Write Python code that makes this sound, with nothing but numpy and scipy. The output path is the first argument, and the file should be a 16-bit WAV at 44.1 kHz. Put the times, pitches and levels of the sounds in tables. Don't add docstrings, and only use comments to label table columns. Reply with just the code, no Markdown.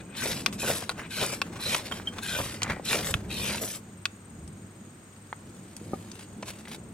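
import sys
import numpy as np
from scipy import signal
from scipy.fft import rfft, irfft, next_fast_len
from scipy.io import wavfile
from scipy.ndimage import map_coordinates

SR = 44100
rng = np.random.default_rng(int(sys.argv[2]) if len(sys.argv) > 2 else 0)


def file_out(sig):
    cols = np.atleast_2d(sig).T
    lim = np.clip(cols, -1, 1)
    pcm = np.round(lim * 32767).astype(np.int16)
    wavfile.write(sys.argv[1], SR, pcm)


N = 305682
TOP_HZ = 16100

# time in seconds, relative level in dB.
RUMBLE_LEVEL = [(.2, -45.5), (.3, -42), (1.0, -46.5), (3.5, -41.5), (3.8, -51), (4.45, -49), (4.7, -51.5),
                (5.3, -51.5), (5.761, -46), (5.84, -43), (5.93, -42.5), (6.01, -48), (6.25, -47),
                (6.74, -47.5), (6.93, -45.5)]
# loudest at in seconds, 20 dB rise in seconds,
# 20 dB fall in seconds, level in dB.
AIR_PUFFS = [(2.41, 0.21, 0.23, -40), (3.125, 0.088, 0.054, -32), (3.23, 0.17, 0.26, -40),
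             (3.46, 0.24, 0.16, -37.5), (4.48, 0.27, 0.27, -44)]
# frequency in Hz, relative density in dB per Hz.
RUMBLE_SPECTRUM = [(12, -69), (20, -37), (27, -27.5), (88, -4.5), (146, -5), (183, -1.5), (218, 0),
                   (264, -8), (315, -7), (743, -23), (1170, -31), (1980, -120)]
LEAF_HISS_SPECTRUM = [(200, -18), (700, 0), (1300, 2.5), (2500, -4), (5000, -12), (7500, -8), (9500, -21.5),
                      (12000, -15), (16000, -22)]
# frequency in Hz, 60 dB decay time in seconds.
TREE_DECAY = [(200, 0.056), (1200, 0.54), (2600, 0.32), (5000, 0.18), (12000, 0.022)]

# loudest at in seconds, 20 dB rise in seconds, 20 dB fall in seconds, # relative level
# in dB.
HAND_SWELLS = [(.475, 0.026, 0.047, -45.5), (.915, 0.033, 0.021, -44.5), (1.0, 0.054, 0.076, -44.5),
               (1.44, 0.038, 0.3, -54), (1.56, 0.085, 0.67, -50.5), (1.925, 0.026, 0.074, -46),
               (2.12, 0.72, 0.19, -51), (2.19, 0.018, 0.036, -40), (3.25, 0.61, 0.7, -52.5)]
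SCUFF_SWELLS = [(2.652, 0.059, 0.073, -34), (2.702, 0.05, 0.052, -26.5), (2.74, .06, 0.14, -42)]
GRASS_SWELLS = [(5.97, 1.16, 0.75, -55), (6.213, 0.14, 0.053, -46), (6.493, 0.046, 0.044, -36),
                (6.595, 0.15, 0.033, -49), (6.742, 0.1, 0.031, -40.5)]
# frequency in Hz, relative density in dB per Hz.
HAND_SPECTRUM = [(100, 3), (400, 2.5), (900, 2.5), (1700, 0), (2500, -4), (4000, -9.5), (8000, -11.5),
                 (16000, -20)]
SCUFF_SPECTRUM = [(30, -6), (150, 6), (600, -4), (1200, -4), (1550, -3), (1950, 1), (2500, -10),
                  (4000, -18.5), (16000, -31.5)]
GRASS_SPECTRUM = [(150, 0), (500, 1.5), (1500, -1), (3000, 0), (6000, -5.5), (11000, -4.5), (16000, -16)]

# frequency in Hz, level in dB, 60 dB decay time in seconds.
SLAB_MODES = [(223, -19.5, 0.025), (380, -19.5, 0.027), (575, -23, 0.021), (768, -27, 0.05),
              (1226, -31, .04)]
STEP_S = 5.9325
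# time in seconds,
# peak of the push in dB, pitch in Hz, 60 dB decay time of the crumbling in seconds.
KNOCK_EVENTS = [(.222, -27, 1500, 0.034), (.257, -26, 705, 0.031), (.632, -24.5, 690, 0.047),
                (0.826, -27.5, 835, 0.024), (.995, -29, 2200, .03), (1.017, -31, 1200, 0.0093),
                (1.229, -25, 696, 0.016), (1.239, -20.5, 1120, .025), (1.999, -26.5, 1280, 0.018),
                (2.35, -22, 2600, 0.033), (2.389, -21.5, 920, 0.047), (2.405, -21.5, 1010, 0.021),
                (2.632, -8, 5800, .01), (2.669, -24, 1400, 0.03), (2.700, -21.5, 2100, 0.022),
                (2.768, -28, 660, 0.057), (2.797, -24, 616, 0.021), (2.948, -23, 2000, 0.037),
                (2.959, -22.5, 520, 0.031), (3.149, -21.5, 111, .03), (4.477, -37, 7000, 0.021),
                (5.328, -19, 1200, .011), (5.3288, -35, 2900, .013), (5.766, -26, 7400, 0.011),
                (5.814, -35, 280, .04), (6.116, -28, 6100, 0.02), (6.426, -29.5, 5340, 0.031),
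                (6.4285, -25.5, 694, 0.03), (6.4312, -25.5, 1760, .018), (6.654, -32, 2600, .025),
                (6.674, -35, 1640, .027)]
# time in seconds, level in dB,
# 60 dB decay time of the fast part in seconds.
PING_EVENTS = [(1.921, -21.5, 0.039), (2.072, -23, 0.049)]
# time in seconds, relative level in dB, then handle knock, main note,
# tip ring and crack in relative dB, rebound delay in seconds, rebound level in dB relative to the blow.
CLACK_EVENTS = [(0.4612, -5.5, -5, 0, 2, -5, 0.0038, -9), (.8935, -13.5, 7, 1, -5, -3.5, 0.0063, -9),
                (1.4166, -10, 0.5, 2.5, -3, -4.5, .0037, -7.5),
                (1.7459, -11, 1, -2.5, -22, -7.5, 0.0031, 0), (1.913, -21, 13, -3, 3, -13, 0.0094, 2),
                (2.184, -23, 5, 0, 5, -6, 0.0047, -2), (2.6195, -18.5, 2, -0.5, -9, 0, .0035, -17),
                (2.9303, -14, 8, 0, -12, -2.5, 0.0022, -15), (3.1406, -12.5, 1.5, -2, 1, -2.5, 0.0024, -19),
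                (3.581, -23.5, -8, 8, -14, -3, 0.0038, -10), (4.0551, -12, -2, 3, 3.5, -6.5, 0.0027, -4.5)]
# frequency in Hz, relative level in dB,
# 60 dB decay time in seconds before the hands' choking.
TOOL_MODES = [(494, -17, 0.019), (680, -16, 0.025), (1122, -7.5, 0.024), (1400, -4, 0.02), (1856, -6, .009),
              (2580, 1.5, 0.0115), (2830, -2, 0.0074), (3170, 0, 0.0066), (3504, -3, .016),
              (4170, -9, 0.0063), (5480, -11, 0.0053)]

# start in seconds, time until
# they catch in seconds, time easing off in seconds, first bite in dB relative to the peak, then grinding,
# spark fizz and sputter in relative dB, flare at in seconds, relative level of the lowest blade mode in dB.
STROKES = [(.166, 0.076, 0.17, -8, -35, -37, -37, 0.24, 5),
           (0.593, 0.098, 0.14, -8, -34, -35, -35.5, 0.64, 4),
           (1.109, 0.12, 0.11, -10, -33, -37.5, -36, 1.19, 1.5),
           (1.61, 0.14, 0.053, -7.5, -33, -37, -37, 1.67, -4),
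           (2.228, 0.15, 0.18, -5, -36, -40, -37.5, 2.402, 7),
           (2.853, 0.069, 0.13, -7, -32.5, -35.5, -33.5, 2.945, -9),
           (3.305, 0.18, 0.12, -9, -33.5, -38, -37.5, 3.64, -15)]
# start in seconds, length in seconds,
# then grinding, spark fizz and sputter in relative dB.
EDGE_SKIPS = [(0.286, 0.012, -44, -47, -40.5), (0.528, 0.0077, -46.5, -48.5, -53),
              (0.757, 0.0083, -51, -43, -47), (1.321, 0.021, -39.5, -41.5, -42),
              (1.792, 0.011, -44.5, -65, -43), (1.857, 0.0076, -40.5, -48, -50),
              (1.936, 0.043, -47, -52, -50), (3.046, 0.063, -40.5, -40, -43.5),
              (3.616, 0.037, -45.5, -39, -43), (3.67, 0.086, -47, -44.5, -50.5)]
# loudest at in seconds,
# 20 dB rise in seconds, 20 dB fall in seconds, level in dB.
LIGHT_SLIDES = [(0, .02, 0.03, -39), (.15, 0.096, 0.044, -46.5), (1.0, 0.049, 0.046, -41),
                (1.05, 0.039, 0.031, -39.5), (1.6, 0.046, 0.024, -47)]
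# frequency in Hz, relative gain in dB.
LIGHT_COLOUR = [(1500, 7.5), (2600, 7), (4200, -8)]
# frequency in Hz, width in Hz, relative level in dB,
# share by which it rises in mid bite, share by which it has sunk when the shavings catch.
BLADE_MODES = [(1558, 137, -6, 0.0062, 0.063), (2507, 220, -1, 0.013, 0.0092), (3010, 420, -2.5, .05, 0.16),
               (3786, 400, 0, 0.066, 0.21), (4007, 300, -3.5, 0.03, 0.065)]
# frequency in Hz, relative density in dB per Hz.
RASP_SPECTRUM = [(300, -12), (1000, -7), (2000, -3), (3500, -3.5), (5000, -6.5), (9000, -19.5),
                 (16000, -42)]
FIZZ_SPECTRUM = [(1500, -24), (3400, -22), (5000, -0.5), (6500, -1.5), (8000, 3), (9000, -1.5), (10000, 2),
                 (12000, 1.5), (13500, -1), (16000, -28)]
SPUTTER_SPECTRUM = [(50, -8), (130, 7), (300, -0.5), (550, 7), (800, -5.5), (1300, -5), (2200, -22.5),
                    (6000, -25)]

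ATTACK_S, RELEASE_S = 0.036, 0.17
SKIP_ATTACK_S, SKIP_RELEASE_S = 0.016, 0.097
EASED_DB = -11.5
SILENT_DB = -43
FIZZ_GROWS = 1.12
FLARE_RISE_S, FLARE_FALL_S, SMOULDER_DB = 0.027, 0.061, -2


def amp(db):
    return 10 ** (np.asarray(db) / 20)


def unit(x):
    return x / np.sqrt(np.mean(x ** 2) + 1e-20)


def along(points, hz):
    f, v = np.transpose(points)
    return np.interp(np.log(hz + 1), np.log(f), v)


def wobble(rate):
    knots = rng.standard_normal(int(N * rate / SR) + 4)
    return map_coordinates(knots, [np.arange(N) * rate / SR])


def filtered(x, response):
    n = x.shape[-1]
    m = next_fast_len(n + 8192)
    return irfft(rfft(x, m) * response(np.fft.rfftfreq(m, 1 / SR)), m)[..., :n]


def coloured(x, spectrum):
    return unit(filtered(x, lambda hz: amp(along(spectrum, hz))))


def resonance(f, hz, width):
    return 1j * f * width / (hz * hz - f * f + 1j * f * width)


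def grains(rate, spread_db, clump_db, clump_rate):
    hits = (rng.random(N) < rate / SR) * rng.choice([-1, 1], N)
    size_db = spread_db * rng.standard_normal(N) + clump_db * wobble(clump_rate)
    return hits * amp(size_db)


def swells(rows):
    t = np.arange(N) / SR
    power = sum(amp(db - 20 * np.maximum((s - t) / rise, (t - s) / fall)) ** 2 for s, rise, fall, db in rows)
    return np.sqrt(power)


def add(track, s, sound):
    part = track[..., max(round(s * SR), 0):][..., :sound.shape[-1]]
    part += sound[..., :part.shape[-1]]


def outdoors():
    noise = lambda: rng.standard_normal((2, N))
    apart = filtered(noise(), lambda f: np.minimum(f / 1200, 1))
    rumble_db = np.interp(np.arange(N) / SR, *np.transpose(RUMBLE_LEVEL)) + 2 + 1.7 * wobble(6.1)
    rumble = amp(rumble_db) * coloured(rng.standard_normal(N) + apart, RUMBLE_SPECTRUM)
    hiss = amp(-57.5) * coloured(0.51 * rng.standard_normal(N) + noise(), LEAF_HISS_SPECTRUM)
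    hum_turns = np.cumsum(100.5 + 1.34 * wobble(5)) / SR
    hum = amp(-54.0 + 3.1 * wobble(4.03)) * np.sin(2 * np.pi * hum_turns)
    puff_spectrum = [(10, -45), (25, -25), (50, -5.5), (95, -1.5), (200, -8.0), (600, -62), (3000, -86)]
    puffs = swells(AIR_PUFFS) * coloured(rng.standard_normal(N), puff_spectrum)
    return rumble + hiss + hum + puffs


def buzz(hz, width_hz):
    return unit(filtered(rng.standard_normal((2, N)), lambda f: resonance(f, hz, width_hz) ** 2))


def insects(droop_hz=65):
    t = np.arange(N) / SR
    beat = 2 * np.pi * 21.67 * (t - 4.349)
    pulse = (.5 + .5 * np.cos(beat)) ** 2
    wing_hz = 8460 - droop_hz * np.sin(beat) + 45 * wobble(230)
    wing = np.sin(2 * np.pi * np.cumsum(wing_hz) / SR)
    voice = unit(wing + buzz(8460, 140) / 2)
    trill = amp(-57.5 + 1.6 * wobble(15)) * pulse * voice * amp([[3], [-3]])
    chorus = amp(-63) * buzz(8230, 467) * amp([[1.5], [-1.5]])
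    swell = .5 + .5 * np.cos(2 * np.pi * 4.15 * (t - 4.61))
    lower = amp(-62) * (0.39 + 0.54 * swell) * buzz(6736, 250)
    return trill + chorus + lower


def rustling():
    rub = coloured(grains(rate=3500, spread_db=1.5, clump_db=4.0, clump_rate=72), HAND_SPECTRUM)
    hands = swells(HAND_SWELLS) * amp(5) * rub
    scrape = coloured(grains(rate=1800, spread_db=3.0, clump_db=3.0, clump_rate=180), SCUFF_SPECTRUM)
    scuff = swells(SCUFF_SWELLS) * scrape
    swish = coloured(grains(rate=5000, spread_db=5.5, clump_db=3.0, clump_rate=160), GRASS_SPECTRUM)
    feet = swells(GRASS_SWELLS) * swish
    return hands + scuff + feet


def footfall(attack_s=0.00059):
    out, t = np.zeros(N), np.arange(SR // 5) / SR
    thump = np.zeros(len(t))
    for k, (hz, db, t60) in enumerate(SLAB_MODES):
        thump += (-1) ** k * amp(db - 60 * t / t60) * np.sin(2 * np.pi * hz * t)
    add(out, STEP_S, thump * (1 - np.exp(-t / attack_s)))
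    return out


def knocks(width=1.0, crumble=0.15, softness=1.47):
    out, t = np.zeros(N), np.arange(SR // 10) / SR
    for s, db, hz, t60 in KNOCK_EVENTS:
        crumb_gain = crumble * np.sqrt(hz / 3000) * amp(-60 * t / t60) * (1 - np.exp(-t * hz / 2))
        crumbs = crumb_gain * rng.standard_normal(len(t))
        rung = filtered(np.array([t == 0, crumbs]), lambda f: resonance(f, hz, width * hz))
        soften = signal.butter(4, min(softness * hz, TOP_HZ), fs=SR, output="sos")
        push, tail = signal.sosfilt(soften, rung)
        add(out, s, amp(db) * (push + tail) / np.abs(push).max())
    return out


def pings(blade_hz=3160, linger_db=-27, linger_t60=0.23):
    out, t = np.zeros(N), np.arange(SR // 4) / SR
    for s, db, t60 in PING_EVENTS:
        fade = amp(-60 * t / t60) + amp(linger_db - 60 * t / linger_t60)
        attack = 1 - np.exp(-t / 0.00078)
        add(out, s, amp(db) * fade * attack * np.sin(2 * np.pi * blade_hz * t))
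    return out


def clacks(attack_s=0.000097, ring_db=10, crack_t60=0.0066, choke_s=0.025):
    out, t = np.zeros(N), np.arange(SR // 20) / SR
    hz, mode_db, t60 = np.transpose(TOOL_MODES)[:, :, None]
    phase = np.pi * np.arange(len(hz))[:, None] / 2
    decay_db = -60 * (t / t60 + (t / choke_s) ** 2)
    grit_spectrum = [(300, 3.5), (4000, 8.5), (7000, -5.5), (12000, -4.5), (16000, -27)]
    for s, db, knock_db, note_db, tip_db, crack_db, rebound_s, rebound_db in CLACK_EVENTS:
        place_db = np.select([hz < 2000, hz < 2700, hz > 3380], [knock_db, note_db, tip_db])
        for delay, contact_db in [(0, 0), (rebound_s, rebound_db)]:
            level_db = mode_db + place_db + rng.standard_normal(hz.shape)
            size = amp(level_db + decay_db) * (1 - np.exp(-t / attack_s))
            pitch = hz * (1 + .02 * rng.standard_normal(hz.shape))
            ring = np.sum(size * np.sin(2 * np.pi * pitch * t + phase), axis=0)
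            ring = amp(ring_db) * ring / np.linalg.norm(ring)
            grit = coloured(rng.standard_normal(len(t)), grit_spectrum)
            crack = grit * amp(crack_db - 60 * t / crack_t60)
            add(out, s + delay, amp(db + contact_db) * (ring + crack))
    return out


def gate(start, length, attack, release):
    t = np.arange(N) / SR
    return SILENT_DB * np.maximum(0, np.maximum((start - t) / attack, (t - start - length) / release))


def effort():
    t = np.arange(N) / SR
    grind, fizz, sputter = np.zeros((3, N))
    for s, build, ease, bite_db, grind_db, fizz_db, sputter_db, flare, _ in STROKES:
        catch = s + build
        pressure_db = np.interp(t, [s, catch, catch + ease], [bite_db, 0, EASED_DB])
        pressure_db += gate(s, build + ease, ATTACK_S, RELEASE_S)
        grind += amp(grind_db + pressure_db)
        fizz += amp(fizz_db + FIZZ_GROWS * pressure_db)
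        smoulder = amp(sputter_db + SMOULDER_DB + pressure_db) * np.clip((t - s) / build, 0, 1) ** 2
        flare_up = swells([(flare, FLARE_RISE_S, FLARE_FALL_S, sputter_db)])
        sputter += np.hypot(flare_up, smoulder)
    skips = np.zeros((3, N))
    for s, length, *levels_db in EDGE_SKIPS:
        skips += amp(np.array(levels_db)[:, None] + gate(s, length, SKIP_ATTACK_S, SKIP_RELEASE_S))
    return np.hypot([grind, fizz, sputter], skips)


def sliding(x, hz, width_hz):
    turn = np.exp(2j * np.pi * np.cumsum(hz) / SR)
    lowpass = signal.butter(2, width_hz / 2, fs=SR)
    return unit(np.real(turn * signal.lfilter(*lowpass, x / turn)))


def blade_ring(wander=0.016, wander_rate=45, overrun=1.22, patchy_db=2.5):
    t = np.arange(N) / SR
    start, build, *_, low_db = np.transpose(STROKES)
    stroke = np.abs(t[:, None] - start).argmin(axis=1)
    travel = np.clip((t - start[stroke]) / build[stroke], 0, overrun)
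    arch = np.sin(np.pi * np.minimum(travel, 1))
    chips = grains(rate=3500, spread_db=3.5, clump_db=1.5, clump_rate=240)
    ring = np.zeros(N)
    for k, (hz, width, db, bend, sink) in enumerate(BLADE_MODES):
        level_db = db + (k == 0) * low_db[stroke] + patchy_db * wobble(wander_rate)
        centre_hz = hz * (1 + bend * arch - sink * travel ** 2 + wander * wobble(wander_rate))
        ring += amp(level_db) * sliding(chips, centre_hz, width)
    return unit(ring)


def scraping(ring_share=0.54, late_share=0.068, fade_s=0.021, unlit_db=-0.5):
    t = np.arange(N) / SR
    grind, fizz, sputter = effort()
    biting = np.zeros(N)
    for s, build, *_ in STROKES:
        biting += (t > s - ATTACK_S) * (.5 - .5 * np.tanh((t - s - build) / fade_s))
    share = np.clip(late_share + ring_share * biting, 0, 1)
    rasp = coloured(grains(rate=3000, spread_db=3.5, clump_db=3, clump_rate=220), RASP_SPECTRUM)
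    edge = grind * (amp(2.0) * np.sqrt(share) * blade_ring() + amp(1.0) * np.sqrt(1 - share) * rasp)
    crackle = coloured(grains(rate=8000, spread_db=3.5, clump_db=2.5, clump_rate=360), FIZZ_SPECTRUM)
    sparks = fizz * amp(3.5 + unlit_db * biting) * crackle
    spitting = coloured(grains(rate=1800, spread_db=2.5, clump_db=3.5, clump_rate=73), SPUTTER_SPECTRUM)
    flare = sputter * amp(2.5) * spitting
    slides = swells(LIGHT_SLIDES) * coloured(blade_ring() + rasp, LIGHT_COLOUR)
    return edge + sparks + flare + slides


def scattered(x, t60, count=90):
    out, hop, t = np.zeros((2, N)), N // count, np.arange(SR // 30) / SR
    padded = np.pad(x, (hop, 2 * hop))
    for start in range(0, N, hop):
        piece = padded[start:start + 2 * hop] * signal.get_window("hann", 2 * hop)
        paths = rng.standard_normal((2, len(t))) * amp(-60 * t / t60)
        paths = paths / np.linalg.norm(paths[0])
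        add(out, start / SR, signal.fftconvolve(piece[None], paths, axes=1))
    return np.pad(out[:, hop:], ((0, 0), (0, hop)))


def fire_ring(x, lead_s=4.3e-5, stones_t60=0.029, trees_db=-26):
    # (Hz, dB)
    left_db = [(120, -3.4), (250, 0), (600, 1.8), (1200, 1.8), (2600, 0.0), (4500, 1.5), (8000, 2.5),
               (12000, 2.5), (15000, 0.0)]
    stones_db = [(150, -40), (600, -7.0), (2500, -3.0), (5000, -2.0), (10000, 0.5), (16000, -6)]
    direct = filtered(x, lambda f: np.exp(1j * np.pi * f * lead_s * np.array([[1], [-1]])))
    stones = filtered(scattered(x, stones_t60), lambda f: amp(along(stones_db, f)))
    near = filtered(direct + stones, lambda f: amp(along(left_db, f) * np.array([[.5], [-.5]])))
    hz, age, z = signal.stft(rng.standard_normal((2, SR // 2)), SR, nperseg=256)
    decay = amp(-60 * age / along(TREE_DECAY, hz)[:, None])
    tail = signal.istft(z * decay, SR, nperseg=256)[1]
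    trees = signal.fftconvolve(x[None], tail / np.linalg.norm(tail[0]), axes=1)[:, :N]
    return near + amp(trees_db) * trees


def scene():
    work = rustling() + footfall() + knocks() + pings() + clacks() + scraping()
    return outdoors() + insects() + fire_ring(work)


def record(dry):
    return filtered(dry, lambda hz: hz < TOP_HZ)


dry = scene()
out = record(dry)
file_out(out)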